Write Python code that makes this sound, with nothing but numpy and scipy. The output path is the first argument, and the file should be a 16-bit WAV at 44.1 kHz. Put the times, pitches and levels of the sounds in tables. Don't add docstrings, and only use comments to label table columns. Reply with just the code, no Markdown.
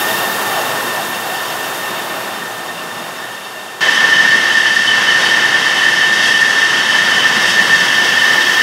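import sys
import numpy as np
from scipy import signal
from scipy.fft import rfft, irfft
from scipy.io import wavfile

SR = 44100
rng = np.random.default_rng(int(sys.argv[2]) if len(sys.argv) > 2 else 0)


def generate_wav(sig):
    pcm = np.round(np.clip(np.atleast_2d(sig).T, -1, 1) * 32767).astype(np.int16)
    wavfile.write(sys.argv[1], SR, pcm)


N = 380141
CUT_S = 3.808

# frequency in Hz, relative level in dB.
FRAME_SPECTRUM = [(35, -40), (60, -46), (90, -13.5), (125, -4.5), (185, 2.5), (250, 2), (320, -5.5),
                  (600, -30)]
# centre in seconds, length in seconds, lift in dB.
FRAME_SHUDDERS = [(1.95, .4, 0.5), (2.95, 0.33, 4), (4.25, 0.32, 3), (7.5, 1.5, 2)]
# frequency in Hz, relative level in dB.
SPRAY_SPECTRUM = [(8000, -11), (11500, 0), (13700, 1), (15700, -3)]
# centre in seconds, length in seconds, lift in dB.
AIR_PUFFS = [(1.74, .25, 1.5), (3.95, 0.18, 1.3), (5.25, 0.17, 1.5), (6.26, .08, 3), (7.5, 0.11, 2.4),
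             (7.82, 0.21, 1.2)]
# centre in seconds, length in seconds, lift in dB.
WHISTLE_SWELLS = [(.15, .25, 2.5), (3.26, .12, 6), (4.24, .35, 3.5), (4.63, 0.05, 6), (5.85, 0.027, 4),
                  (6.43, 0.023, 9.5), (8.24, 0.032, 3.5)]


def undb(db):
    return 10 ** (np.asarray(db) / 20)


def unit(x):
    return x / np.sqrt(np.mean(x ** 2))


def fader(points):
    seconds, db = np.transpose(points)
    return undb(np.interp(np.arange(N) / SR, seconds, db))


def drift(rate):
    f = np.arange(N // 2 + 1) * SR / N
    return unit(irfft(rfft(rng.standard_normal(N)) / (1 + (f / rate) ** 4), N))


def waver(spread_db, rate):
    return undb(spread_db * drift(rate))


def swells(table):
    t = np.arange(N) / SR
    return undb(sum(db * .5 ** ((2 * (t - centre) / length) ** 2) for centre, length, db in table))


def equalise(x, spectrum):
    hz, db = np.transpose(spectrum)
    f = np.arange(1, N // 2 + 2) * SR / N
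    return unit(irfft(rfft(x) * undb(np.interp(np.log(f), np.log(hz), db)), N))


def resonances(modes, skirt):
    f = np.arange(1, N // 2 + 2) * SR / N
    out = 0
    for hz, width, db in modes:
        detune = (f - hz) / (width / 2)
        ring = irfft(rfft(rng.standard_normal(N)) / (1 + 1j * detune) / (1 + 1j * detune / skirt), N)
        out = out + undb(db) * unit(ring)
    return out


def controllers():
    # frequency in Hz, level in dB.
    tones = [(5756, -47), (7228, -54), (8065, -56)]
    t = np.arange(N) / SR
    return sum(undb(db) * unit(np.sin(2 * np.pi * hz * t) * waver(2, rate=2)) for hz, db in tones)


def motors():
    # frequency in Hz, level inside in dB relative to the roar, level outside in dB.
    drive_tones = [(118.8, -24.5, -48.5), (351, -17, -40), (790, -29, -41.5), (882, -30, -42)]
    inside, outside = 0, 0
    for hz, inside_db, outside_db in drive_tones:
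        phase = 2 * np.pi * np.cumsum(hz * (1 + 0.00797 * drift(5.72))) / SR
        tone = unit(np.sin(phase) * waver(3.1, rate=8.2))
        inside += undb(inside_db) * tone
        outside += undb(outside_db) * tone
    return inside, outside


def bottles(jostle_db):
    # frequency in Hz, T60 in seconds, relative level in dB.
    modes = [(627.6, 0.26, -7.5), (726, .14, -15), (1110, 0.071, 0), (2790, 0.087, 4), (3640, 0.11, -25),
             (5320, .04, -13)]
    # start in seconds, peak level in dB.
    knocks = [(.593, -20), (2.778, -22), (3.557, -24)]
    t = np.arange(SR // 4) / SR
    ring = sum(undb(db - 60 * t / t60) * np.sin(2 * np.pi * hz * t) for hz, t60, db in modes)
    ring = signal.sosfilt(signal.butter(2, 400, "high", fs=SR, output="sos"), ring)
    nudges = rng.random(N) < 14 / SR
    blows = undb(jostle_db) * nudges * rng.uniform(-1.1, 1, N)
    for start, db in knocks:
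        blows[int(start * SR)] += undb(db)
    return signal.fftconvolve(blows, ring / np.abs(ring).max())[:N]


def clatter(per_second, spread_db):
    hits = rng.random(N) < per_second / SR
    return unit(hits * rng.standard_normal(N) * undb(spread_db * rng.standard_normal(N)))


def conveyor(spectrum, rattle_db):
    t = np.arange(SR // 10) / SR
    panels = rng.standard_normal(len(t)) * undb(-60 * t / 0.041)
    links = unit(signal.fftconvolve(clatter(per_second=500, spread_db=3.4), panels)[:N])
    return equalise(rng.standard_normal(N) + undb(rattle_db) * links, spectrum)


def air(spectrum, flutter_db):
    return equalise(rng.standard_normal(N), spectrum) * waver(flutter_db, rate=30)


def whistle(hz, width_hz, purity):
    pitch_hz = hz + 0.3996 * width_hz * drift(23.66)
    tone = unit(np.sin(2 * np.pi * np.cumsum(pitch_hz) / SR))
    breath = resonances([(hz, 1.47 * width_hz, 0)], skirt=2.8)
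    return np.sqrt(purity) * tone + np.sqrt(1 - purity) * breath


def inside_guard(hum):
    # frequency in Hz, relative level in dB.
    roar_spectrum = [(100, -32), (280, -13), (380, -4), (560, -4.5), (760, -7), (920, -1.5), (1200, -2),
                     (1400, -4), (1650, -5), (2300, -12), (4000, -16.5), (8000, -28.5)]
    hiss_spectrum = [(1500, -22), (4000, -3.5), (6000, 1.5), (8000, 1), (10000, -0.5), (12200, -2),
                     (13000, -2), (15700, -22)]
    # time in seconds, gain in dB.
    machine_ride = [(0.0, -21.5), (0.71, -22), (1.18, -25), (2.11, -25), (2.51, -28), (3.25, -29.5),
                    (3.37, -32), (3.76, -33)]
    spray_ride = [(0, -25.5), (1.0, -33.5), (2.14, -36), (2.65, -47), (3.0, -47), (3.6, -57)]
    # frequency in Hz, width in Hz, relative level in dB.
    hollow_modes = [(642, 35, -4.5), (762, 140, 1.5)]
    air_modes = [(2705, 62, -5.5), (2810, 110, -8), (3055, 64, -8.5), (3255, 89, -11), (3640, 91, -4),
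                 (4450, 38, -16), (4700, 140, -13), (5385, 130, -11.5), (6660, 110, -16.5)]
    # centre in seconds, length in seconds, lift in dB.
    crowding = [(.62, 0.15, 6), (1.02, 0.067, 5), (1.26, .05, 5)]

    roar = undb(1.92) * conveyor(roar_spectrum, rattle_db=-12.5)
    rumble = undb(-12.5) * conveyor(FRAME_SPECTRUM, rattle_db=-7)
    rumble *= waver(1.0, rate=13) * swells(FRAME_SHUDDERS)
    hollow = undb(-7.5) * resonances(hollow_modes, skirt=2.1)
    hollow *= waver(1.5, rate=8.6) * swells(crowding)
    machinery = fader(machine_ride) * (undb(0.5) * hum + roar + rumble + hollow)

    jet_gain = undb(-28.7 - 3.15 * np.arange(N) / SR) * swells(AIR_PUFFS)
    main_whistle = undb(4.5) * whistle(hz=1803, width_hz=39.7, purity=0.47)
    main_whistle *= waver(1, rate=30) * swells(WHISTLE_SWELLS)
    rings = undb(2.5) * resonances(air_modes, skirt=6) * waver(1.35, rate=13)
    hiss = undb(0.3) * air(hiss_spectrum, flutter_db=0.57)
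    spray = fader(spray_ride) * air(SPRAY_SPECTRUM, flutter_db=-1.3)
    return machinery + jet_gain * (main_whistle + rings + hiss) + spray


def beside_machine(hum):
    # frequency in Hz, relative level in dB.
    roar_spectrum = [(100, -44), (280, -7.5), (440, -3), (700, -3), (950, 1), (1500, 0.5), (2100, 2),
                     (2400, -8.5), (4000, -9.5), (6200, -26.5), (8000, -39)]
    hiss_spectrum = [(2000, -17), (4000, 1), (5000, 10.5), (6400, 5), (7200, 0.5), (8300, -0.5), (9700, -6),
                     (10800, -4), (12500, -11.5), (15700, -30)]
    # time in seconds, gain in dB.
    conveyor_ride = [(3.83, -22.5), (4.35, -23), (4.88, -25.3), (5.02, -22.5), (5.35, -22.5), (5.8, -23),
                     (6.5, -24), (7.0, -22), (7.7, -22.5), (8.6, -22.8)]
    spray_ride = [(3.83, -44), (4.8, -52), (6.6, -55), (7.6, -44), (8.6, -36)]
    # frequency in Hz, width in Hz, level in dB relative to the hiss.
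    air_modes = [(1785, 210, 2.5), (2703, 115, -1), (2860, 120, -5), (3265, 125, .5), (3682, 96, -3),
                 (4455, 60, -9.5), (4716, 120, -9.5), (5470, 180, -8.5), (6220, 260, -12.5)]
    # centre in seconds, length in seconds, lift in dB.
    upper_swells = [(3.98, .09, 5.5), (4.91, 0.059, 6), (5.11, 0.059, 6), (7.22, .08, 5)]

    roar = undb(4.0) * conveyor(roar_spectrum, rattle_db=-9.0) * waver(0.66, rate=11)
    rumble = undb(-11.5) * conveyor(FRAME_SPECTRUM, rattle_db=-11)
    rumble *= waver(0.9, rate=10) * swells(FRAME_SHUDDERS)
    main_whistle = undb(-14.0) * whistle(hz=1791, width_hz=43, purity=0.45)
    main_whistle *= waver(1.5, rate=38) * swells(WHISTLE_SWELLS)
    upper_whistle = undb(-23.5) * whistle(hz=3034, width_hz=48, purity=0.52)
    upper_whistle *= waver(2.5, rate=8.6) * swells(upper_swells)
    rings = resonances(air_modes, skirt=4.0)
    machinery = hum + controllers() + fader(conveyor_ride) * (roar + rumble)

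    since_cut = np.arange(N) / SR - CUT_S
    jet_gain = undb(-27 + 0.4 * since_cut) * swells(AIR_PUFFS)
    hiss = air(hiss_spectrum, flutter_db=0.6)
    spray = fader(spray_ride) * air(SPRAY_SPECTRUM, flutter_db=0.3)
    return machinery + main_whistle + upper_whistle + jet_gain * (rings + hiss) + spray


def scene():
    hum_inside, hum_outside = motors()
    before_cut = np.arange(N) / SR < CUT_S
    mono = np.where(before_cut, inside_guard(hum_inside), beside_machine(hum_outside))
    mono += bottles(jostle_db=-30.5)
    return np.array([mono, mono])


def record(dry):
    rounded = dry / (1 + dry ** 8) ** (1 / 8)
    low_cut = signal.butter(2, 55, "high", fs=SR, output="sos")
    high_cut = signal.ellip(12, .1, 85, 15700, fs=SR, output="sos")
    return signal.sosfilt(high_cut, signal.sosfilt(low_cut, rounded))


dry = scene()
out = record(dry)
generate_wav(out)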